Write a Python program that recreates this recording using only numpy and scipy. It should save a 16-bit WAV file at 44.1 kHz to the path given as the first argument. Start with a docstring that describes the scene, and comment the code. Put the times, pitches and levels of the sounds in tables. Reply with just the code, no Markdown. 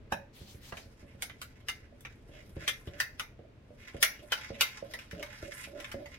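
"""Wires clack and scrape on the wall of a plastic bowl, and a whisk thuds through thick glaze, in a small kitchen.
Each clack is a click with buzz and rebounds through the wall resonances; each thud a push that rings low modes.
Drags and swishes are swells of tiny bursts; the scrape is random slips, with a wet crackle above.
A sleeve rustles as filtered noise with catching threads, over a low rumble and still air.
The stereo picture has close echoes, a room tail and small level differences between two microphones."""
import sys
import numpy as np
from scipy import signal
from scipy.fft import rfft, irfft, next_fast_len
from scipy.io import wavfile

SR = 44100
rng = np.random.default_rng(int(sys.argv[2]) if len(sys.argv) > 2 else 0)


def to_wav(sig):
    """Store sig (one row per channel, or 1-D mono) as 16-bit WAV at the path in sys.argv[1].

    Samples outside -1..1 are clipped; the rate is SR.
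    """
    pcm = np.clip(np.atleast_2d(sig), -1, 1) * 32767
    pcm = np.round(pcm).astype(np.int16)
    wavfile.write(sys.argv[1], SR, pcm.T)  # frames by channels


N = 272538
TIME = np.arange(N) / SR

# Levels in the tables are relative: colouring, placing and mixing follow.

# THE ROOM AND THE MICROPHONES
# kitchen decay: (frequency [Hz], t60 [s])
KITCHEN_DECAY = [(200, 0.24), (600, 0.3), (1500, 0.29), (3500, 0.26), (8000, 0.25), (15000, 0.21)]
# likeness of the two channels in diffuse sound: (frequency [Hz], likeness [0-1])
CHANNEL_LIKENESS = [(60, .98), (130, .95), (290, .85), (640, .35), (1400, .05), (15000, 0)]
# tilt between the microphones: (frequency [Hz], left minus right [dB])
MICROPHONE_LEAN = [(100, -1), (350, -1.5), (650, -6.5), (1300, 0), (2400, -1.5), (4400, 4), (8000, -1),
                   (14000, 5.5)]
# where the contact lies between the microphones: (time [s], left minus right [dB])
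CONTACT_PLACE = [(0.1, -0.5), (1.2, -1), (1.8, -0.5), (2.7, 1.5), (3.3, -0.1), (4.05, 1), (4.62, 1),
                 (4.95, 0.5), (6.18, 0)]
CUTOFF_HZ = 15900

# spectrum of the still air: (frequency [Hz], level [dB])
AIR_COLOUR = [(100, -24.5), (200, 0), (400, -7), (580, -4), (760, -14), (1100, -16), (2200, -17),
              (5000, -29), (8500, -38), (16000, -46)]
AIR_DB = -63
# course of the low rumble: (time [s], level [dB])
RUMBLE_LEVEL = [(0, -53.5), (0.1, -61), (1.4, -60.5), (2.7, -58), (3.6, -61.5), (4.7, -62.5), (6.18, -60)]
# spectrum of the low rumble: (frequency [Hz], level [dB])
RUMBLE_COLOUR = [(12, -14), (20, -1), (59, 1), (134, 0), (172, -18), (188, -12), (232, -8.5), (338, -14.5),
                 (370, -18), (450, -12), (580, -47), (990, -120)]

# the sleeve rubs on the apron: (start [s], level [dB], hold [s])
SLEEVE_RUBS = [(0.325, -61, 0.16), (0.603, -57.5, 0.049), (0.743, -60.5, .01)]
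# spectrum of the rubbed cloth: (frequency [Hz], level [dB])
SLEEVE_COLOUR = [(350, -68), (600, -22), (748, -4), (997, -8.5), (1370, -9), (1750, -4), (3340, -1.5),
                 (3890, -2.5), (8500, -11.5), (14900, -13.5), (16000, -15)]
RUB_ATTACK_S, RUB_T60_S = 0.041, 0.41

# the bowl is bumped while it is lifted and gripped: (time [s], level [dB], firmness [dB per register])
BUMPS = [(0.074, -60, -5), (0.12, -42, 2.5), (0.412, -55, -7), (0.544, -56, -6.5), (0.723, -54.5, -3),
         (1.027, -57, -3.5), (0.857, -60, -2.5), (1.146, -57, -3.5), (1.923, -68.5, 7), (2.484, -60, -4.5)]
BUMP_FLEX_HZ = 190
# each turn of the whisk plunges into the glaze and drags through it: (time [s], thud level [dB],
# flex pitch [Hz], firmness [dB per register], drag level [dB], time to the height of the drag [s])
STROKES = [(2.29, -56.5, 294, -1.5, -54, 0.06), (2.565, -44.5, 340, -4, -52.5, 0.071),
           (2.872, -46.5, 408, -4.7, -50, 0.075), (3.39, -56, 493, 0.5, -57.5, 0.066),
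           (3.703, -60.5, 490, 4.5, -64, .035), (3.944, -46, 424, -0.5, -55, 0.037),
           (4.191, -59.5, 300, -3, -51.5, 0.039), (4.502, -44.5, 210, 0.5, -50, 0.056),
           (4.823, -50.5, 494, 8.5, -51, .068), (5.128, -47, 162, -3, -40, 0.059),
           (5.426, -47.5, 330, 1, -46.5, 0.054), (5.672, -56.5, 302, 3.5, -40.5, 0.095),
           (5.941, -44, 252, 3.5, -41.5, 0.058)]
# low modes of the loaded bowl: (frequency [Hz], level [dB], t60 [s])
BOWL_MODES = [(103, 4, 0.051), (229.4, -17.5, 0.21), (345, 1, 0.037), (448, -7.5, 0.11),
              (556.7, -1.5, 0.12), (790, -17, 0.038)]
# borders between the registers of a thud: (frequency [Hz])
THUD_EDGES_HZ = [55, 170, 480, 720]
# borders between the registers of a drag: (frequency [Hz])
DRAG_EDGES_HZ = [240, 480, 700]
DRAG_SPREAD = .33  # half length of a drag, as a share of the time to its height

# pressure and wetness of the stirring: (time [s], scrape level [dB], wet fizz level [dB])
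STIRRING = [(0.901, -66, -76.5), (1.62, -65, -80), (1.85, -70.5, -85), (2.24, -75, -81.5), (2.62, -60, -69),
            (3.12, -65, -76), (3.49, -100, -110), (3.77, -78, -78.5), (4.03, -52.5, -74), (4.25, -63, -71),
            (4.4, -48, -63.5), (4.53, -53, -72.5), (4.97, -57.5, -70.5), (5.36, -54.5, -68.5),
            (5.62, -52, -55), (5.74, -56, -72), (5.87, -57, -65.5), (6.18, -61.5, -76)]
# spectrum of scraping wires: (frequency [Hz], level [dB])
SCRAPE_COLOUR = [(500, -16), (900, -6.5), (1400, -7), (2100, -5.5), (3000, -8), (4300, -11), (5300, -4),
                 (8000, -14.5), (11000, -22.5), (15500, -23)]
# wires sweep out through the glaze: (time of height [s], level [dB], pitch [Hz], half length [s])
SWISHES = [(1.568, -60, 2120, 0.014), (2.116, -57.5, 1610, .016), (2.347, -51, 2900, .023),
           (2.39, -51, 2070, 0.018), (2.621, -42.5, 1640, 0.021), (2.955, -48.5, 1540, 0.037),
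           (3.817, -49.5, 2220, .023), (3.877, -44, 1970, .02), (4.172, -51, 2810, .027),
           (4.439, -39.5, 2170, .02), (4.666, -39.5, 2250, .013), (4.729, -46, 2170, 0.019),
           (5.185, -47, 2950, 0.012), (5.323, -44.5, 1940, .026), (5.423, -49, 1370, 0.0028),
           (5.52, -42, 2010, .007), (5.59, -42, 2020, 0.024), (5.64, -41.5, 2550, 0.0071),
           (5.776, -47, 1260, 0.017), (5.884, -52, 1860, 0.03), (6.132, -46.5, 2140, 0.015)]
# borders between the body and the spray of a swish: (frequency [Hz])
SWISH_EDGES_HZ = [1100, 3600, 16000]
# quicker swishes throw more spray
SPRAY_DB, USUAL_SWISH_S, SPRAY_DB_PER_HALVING = -11, 0.015, 2

# a wire hits the wall: (time [s], strength [dB], clack pitch [Hz],
# bowl body re strength [dB], treble slope [dB per register])
TAPS = [(0.122, -36.5, 800, 4, -5), (0.723, -46.5, 1550, 5.5, -9.5), (0.77, -45, 2230, -7, -6.5),
        (1.222, -36, 2140, -11.5, -1), (1.297, -47, 2000, -12, -13), (1.416, -43.5, 1380, -14, -1.5),
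        (1.685, -30.5, 2790, -17, -6), (2.007, -67.5, 3370, -13, 4.5), (2.05, -42, 2240, -11.5, -12),
        (2.678, -25.5, 3130, -19, -5.5), (2.874, -52, 2930, -20, -9.5), (3.001, -27, 1740, -17.5, -5),
        (3.196, -34.5, 1320, -10, -5), (4.027, -20, 2250, -15.5, -1.4), (4.32, -26, 1420, -10, -6.7),
        (4.609, -21, 2890, -18, -4), (4.937, -40, 1940, -5, -5), (4.989, -44.5, 2550, -18, -7.5),
        (5.111, -46, 1830, -28, -6.5), (5.227, -39.5, 2220, -7, -5.8), (5.801, -45.5, 1980, -6.5, -5.5),
        (5.844, -41.5, 2150, -28, -10), (5.916, -43.5, 1430, -12, -4.5), (6.058, -49.5, 1990, -5.5, -8)]
# borders between the registers of a tap: (frequency [Hz])
TAP_EDGES_HZ = [400, 1100, 1800, 3700, 8000, 16000]
# spectrum of a tap: (frequency [Hz], level [dB])
TAP_COLOUR = [(250, -5.5), (450, -4.5), (700, -8), (950, -9), (1400, 1.5), (2000, -2.5), (2600, 0.5),
              (3200, -2), (4300, -8.5), (5300, -4.5), (8300, -21.5), (10000, -20.5), (15500, -27)]
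# wall resonances: (frequency [Hz], width [Hz], level [dB])
WALL_RESONANCES = [(1073, 15, -10), (1329, 33, 14), (1605, 240, -24), (2087, 19, 15.5), (2350, 61, -29),
                   (3160, 105, 5.5), (3630, 44, -15), (3910, 130, -5), (4615, 350, -28), (5150, 49, -20),
                   (5570, 310, -2), (8000, 600, -26)]
# the higher the clack, the less of it lies in the low register
EVEN_CLACK_HZ, LOW_CLACK_DB_PER_OCTAVE = 1354, -6.5


def from_db(db):
    """Decibels to gain."""
    return 10 ** (np.asarray(db) / 20)


def rms_one(x):
    """Scale to rms 1."""
    return x / np.sqrt(np.mean(x ** 2) + 1e-20)


def unit_energy(x):
    """Scale to a mean energy of 1 a channel."""
    return rms_one(x) / np.sqrt(x.shape[-1])


def at_hz(points, hz):
    """Read a table on a log-frequency axis."""
    f, value = np.transpose(points)
    return np.interp(np.log(np.maximum(hz, 1)), np.log(f), value)


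def in_time(rows):
    """A level curve [dB] read at every sample, -120 dB before it starts."""
    return np.interp(TIME, *np.transpose(rows), left=-120)


def band(x, low_hz, high_hz, order=2):
    """Butterworth band-pass."""
    edges = [low_hz, min(high_hz, .48 * SR)]
    return signal.sosfilt(signal.butter(order, edges, "band", fs=SR, output="sos"), x + 1e-18)


def colour(x, spectrum):
    """Causal (minimum-phase) filter with the given spectrum."""
    size = 8192
    gain = from_db(at_hz(spectrum, np.fft.rfftfreq(size, 1 / SR)))
    cepstrum = irfft(np.log(gain))
    # folding the cepstrum forward makes the phase minimal
    cepstrum[1:size // 2] *= 2
    cepstrum[size // 2 + 1:] = 0
    return signal.fftconvolve(x, irfft(np.exp(rfft(cepstrum))))[:len(x)]


def resonate(x, hz, width_hz):
    """One resonance, gain 1 on top."""
    r = np.exp(-np.pi * width_hz / SR)
    zeros = np.array([1, 0, -1]) * (1 - r * r) / 2
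    poles = [1, -2 * r * np.cos(2 * np.pi * hz / SR), r * r]
    return signal.lfilter(zeros, poles, x + 1e-18)


def dying(t, t60):
    """Exponential decay, down 60 dB at t60."""
    return np.exp(-np.log(1000) * t / t60)


def drift(rate):
    """Slow random curve of rms 1, with the given number of knots per second."""
    knots = rng.standard_normal(int(N / SR * rate) + 2)
    return rms_one(np.interp(TIME * rate, np.arange(len(knots)), knots))


def wander(x, depth_db, rate):
    """As the contact point moves, each register swells and fades on its own."""
    edges = np.geomspace(700, 17000, num=10)
    total = 0
    for k, (low, high) in enumerate(zip(edges, edges[1:])):
        total = total + band(x, low, high) * from_db(depth_db * drift(rate)) * (-1) ** k
    return rms_one(total)


def grains(per_s, spread_db, clump_db):
    """Random clicks of uneven size that come in clumps."""
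    spread = spread_db * np.minimum(rng.exponential(1, N), 4)
    sizes = from_db(spread + clump_db * drift(70))
    return sizes * rng.choice([-1, 1], N) * (rng.random(N) < per_s / SR)


def swell(t, length_s, share, grain_db):
    """Uneven tiny bursts that rise and fall around t = 0; share is the part of samples that sound."""
    sizes = from_db(grain_db * rng.standard_normal(len(t)))
    bursts = rng.standard_normal(len(t)) * sizes * (rng.random(len(t)) < share)
    return bursts * np.exp(-.5 * (t / length_s) ** 2)


def add(out, x, s):
    """Mix x in from time s."""
    start = max(round(s * SR), 0)
    out[..., start:start + x.shape[-1]] += x[..., :N - start]


def weigh(blow, edges, levels_db):
    """Where and how hard a blow lands sets the strength of each register."""
    registers = zip(edges, edges[1:], levels_db)
    return sum(from_db(db) * unit_energy(band(blow, low, high, order=3)) for low, high, db in registers)


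def diffuse(size):
    """Stereo noise from all sides: alike in the bass, unrelated in the treble."""
    length = next_fast_len(size, real=True)
    alike = np.clip(at_hz(CHANNEL_LIKENESS, np.fft.rfftfreq(length, 1 / SR)), 0, 1)
    mid, side = rfft(rng.standard_normal((2, length)))
    spectra = np.sqrt(1 + alike) * mid + np.sqrt(1 - alike) * side * [[1], [-1]]
    return irfft(spectra, length)[:, :size]


def hiss(spectrum):
    """Coloured diffuse noise, rms 1."""
    return rms_one(np.array([colour(side, spectrum) for side in diffuse(N)]))


def kitchen(x, direct_db=-2, near_db=0, near_t60=0.12, tail_db=-3, build_s=0.0031):
    """Direct sound, quick reflections from bowl, body and stove, then the room; each call has its own echoes."""
    t = np.arange(SR // 3) / SR
    edges = np.geomspace(170, 19000, num=6)
    noise = diffuse(len(t))
    tail = 0
    for low, high in zip(edges, edges[1:]):
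        tail = tail + band(noise, low, high) * dying(t, at_hz(KITCHEN_DECAY, np.sqrt(low * high)))
    tail = tail * (1 - np.exp(-t / build_s))
    near = rng.standard_normal(noise.shape) * dying(t, near_t60) * (rng.random(noise.shape) < .15)
    near = band(near, 510, 17100)  # small surfaces return no bass
    response = from_db(near_db) * unit_energy(near) + from_db(tail_db) * unit_energy(tail)
    # the direct sound reaches the left microphone three samples before the right
    response[[0, 1], [0, 3]] += from_db(direct_db)
    return signal.fftconvolve(x[None], unit_energy(response), axes=1)[:, :len(x)]


def still_air():
    """The air of the room: steady diffuse noise."""
    return from_db(AIR_DB) * hiss(AIR_COLOUR)


def rumble():
    """Low handling rumble: diffuse bass noise of slowly changing level."""
    return from_db(4.5 + in_time(RUMBLE_LEVEL)) * hiss(RUMBLE_COLOUR)


def sleeve(flutter_db=0.6, catch_db=-3):
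    """Cloth slides on the apron, its threads catching; each rub rises, holds and dies."""
    threads = grains(per_s=510, spread_db=-0.5, clump_db=-0.5)
    catches = rms_one(kitchen(colour(threads, SLEEVE_COLOUR)))
    cloth = hiss(SLEEVE_COLOUR) + from_db(catch_db) * catches
    cloth = wander(cloth, depth_db=3.5, rate=21.54)
    rubs = np.zeros(N)
    for s, db, hold_s in SLEEVE_RUBS:
        rise = np.clip((TIME - s) / RUB_ATTACK_S, 0, 1)
        fall = dying(np.maximum(TIME - s - RUB_ATTACK_S - hold_s, 0), RUB_T60_S)
        rubs += from_db(db) * rise * fall
    return rubs * from_db(flutter_db * drift(41.5)) * cloth


def thud(flex_hz, firm_db, contact_s=0.0018, push=2.9, flex=0.78, flex_t60=0.071,
         thump_db=-1, flex_db=-1, hollow_db=0, slap_db=-17, slap_t60=.09):
    """A cushioned push with ringing low modes and a soft slap; firmness trades thump for hollow note."""
    t = np.arange(SR // 3) / SR
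    blow = push * t / contact_s * np.exp(1 - t / contact_s)  # greatest at contact_s
    blow = blow + flex * np.sin(2 * np.pi * flex_hz * t) * dying(t, flex_t60)
    for hz, db, t60 in BOWL_MODES:
        gain = from_db(db + rng.normal(0, 0.49))
        mode_hz = hz * (1 + rng.normal(0, 0.014))
        blow = blow + gain * np.sin(2 * np.pi * mode_hz * t) * dying(t, t60)
    blow = kitchen(blow, direct_db=-0.5, near_db=-1.5, near_t60=0.047, tail_db=-2.5)
    slap = unit_energy(band(diffuse(len(t)) * dying(t, slap_t60), 830, 2600))
    levels_db = [thump_db - firm_db, flex_db, hollow_db + firm_db]
    return weigh(blow, THUD_EDGES_HZ, levels_db) + from_db(slap_db) * slap


def thuds():
    """The bowl thuds when it is bumped and at the start of each stroke."""
    out = np.zeros((2, N))
    for s, db, firm_db in BUMPS:
        add(out, from_db(db) * thud(BUMP_FLEX_HZ, firm_db), s)
    for s, db, flex_hz, firm_db, _, _ in STROKES:
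        add(out, from_db(db) * thud(flex_hz, firm_db), s)
    return out


def drags(hollow_hz=582, hollow_width_hz=22, slush_db=-8, low_db=-6):
    """After each plunge the whisk judders through the glaze and keeps the hollow of the bowl sounding."""
    out, t = np.zeros((2, N)), np.arange(-SR // 10, SR // 5) / SR
    for s, _, _, _, db, rise_s in STROKES:
        slips = swell(t, DRAG_SPREAD * rise_s, share=0.027, grain_db=2.5)
        hollow = unit_energy(resonate(slips, hollow_hz, hollow_width_hz))
        slush = unit_energy(band(slips, 302, 440))
        drag = kitchen(hollow + from_db(slush_db) * slush, near_db=-4.5, tail_db=-7.0)
        add(out, weigh(drag, DRAG_EDGES_HZ, [db + low_db, db]), s + rise_s + t[0])
    return out


def swishes(squelch_db=-4, squelch_width_hz=450):
    """A short swell of tiny wet bursts, coloured by the pocket of air between the wires."""
    out, t = np.zeros(N), np.arange(-SR // 10, SR // 10) / SR
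    for s, db, hz, length_s in SWISHES:
        bursts = swell(t, length_s, share=.015, grain_db=3.0)
        squelch = unit_energy(resonate(bursts, hz, squelch_width_hz))
        swish = unit_energy(colour(bursts, SCRAPE_COLOUR)) + from_db(squelch_db) * squelch
        spray_db = SPRAY_DB + SPRAY_DB_PER_HALVING * np.log2(USUAL_SWISH_S / length_s)
        add(out, weigh(swish, SWISH_EDGES_HZ, [db, db + spray_db]), s + t[0])
    return out


def scrape(scrape_db=-1, fizz_db=1):
    """Wires slip over sugar grains on the wall; the wet film crackles above."""
    pressure, wetness = (from_db(in_time(np.array(STIRRING)[:, [0, k]])) for k in (1, 2))
    slips = rms_one(grains(per_s=750, spread_db=3.5, clump_db=3.5))
    sound = wander(colour(slips, SCRAPE_COLOUR), depth_db=3.5, rate=26)
    rub = pressure * rms_one(band(sound, 775, 3700))
    fizz = wetness * rms_one(band(sound, 8050, 13000))
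    return from_db(scrape_db) * rub + from_db(fizz_db) * fizz


def wall(x):
    """Each place on the wall brings out its resonances in a new mix."""
    mix_db = rng.normal(0, 3, len(WALL_RESONANCES))
    total = 0
    for k, (hz, width_hz, db) in enumerate(WALL_RESONANCES):
        total = total + from_db(db + mix_db[k]) * resonate(x, hz, width_hz) * (-1) ** k
    return total


def taps(buzz=0.16, buzz_t60=0.01, rebound=0.25, ring_db=-6.0, clack_db=-5, clack_width_hz=220,
         lead_db=-19, lead_s=0.0091):
    """A wire snaps on the wall, its neighbours land just after and the wall rings; faint hiss swells into it."""
    out, t = np.zeros((2, N)), np.arange(SR // 3) / SR
    lead = SR // 40  # samples of hiss ahead of the snap
    for s, db, hz, body_db, slope_db in TAPS:
        # the wire buzzes on contact
        crack = signal.unit_impulse(len(t)) + buzz * rng.standard_normal(len(t)) * dying(t, buzz_t60)
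        # neighbouring wires
        crack[rng.integers(SR // 2000, SR // 120, size=3)] += rebound * rng.choice([-1, 1], size=3)
        blow = unit_energy(colour(crack, TAP_COLOUR)) + from_db(ring_db) * unit_energy(wall(crack))
        blow = blow + from_db(clack_db) * unit_energy(resonate(crack, hz, clack_width_hz))
        lead_in = rng.standard_normal(lead) * np.exp(-t[:lead][::-1] / lead_s)
        lead_in = from_db(lead_db) * unit_energy(colour(lead_in, TAP_COLOUR))
        tap = np.concatenate([lead_in, blow])
        tap = kitchen(tap, direct_db=1.0, near_db=6.5, near_t60=0.1, tail_db=2.0)
        low_db = LOW_CLACK_DB_PER_OCTAVE * np.log2(hz / EVEN_CLACK_HZ)
        tap = weigh(tap, TAP_EDGES_HZ, [body_db, low_db, 0, slope_db, 2 * slope_db])
        add(out, from_db(db) * tap, s - lead / SR)
    return out


def scene():
    """The bowl and the sleeve before two microphones in the kitchen, over handling rumble and still air."""
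    wet = from_db(28.0) * swishes() + scrape()
    wet = kitchen(wet, direct_db=-5, near_db=1.5, near_t60=0.1, tail_db=-5.5)
    bowl = from_db(28.5) * taps() + from_db(33) * thuds() + from_db(31.5) * drags() + wet
    place_db = np.interp(TIME, *np.transpose(CONTACT_PLACE)) * [[.5], [-.5]]
    near = bowl * from_db(place_db) + from_db(4) * sleeve()
    leaning = []
    for side, sign in zip(near, (1, -1)):
        tilt = [(hz, sign * db / 2) for hz, db in MICROPHONE_LEAN]
        leaning.append(colour(side, tilt))
    return np.array(leaning) + rumble() + still_air()


def record(dry):
    """A steep elliptic low-pass cuts the top."""
    return signal.sosfilt(signal.ellip(12, .2, 85, CUTOFF_HZ, fs=SR, output="sos"), dry)


dry = scene()
out = record(dry)
to_wav(out)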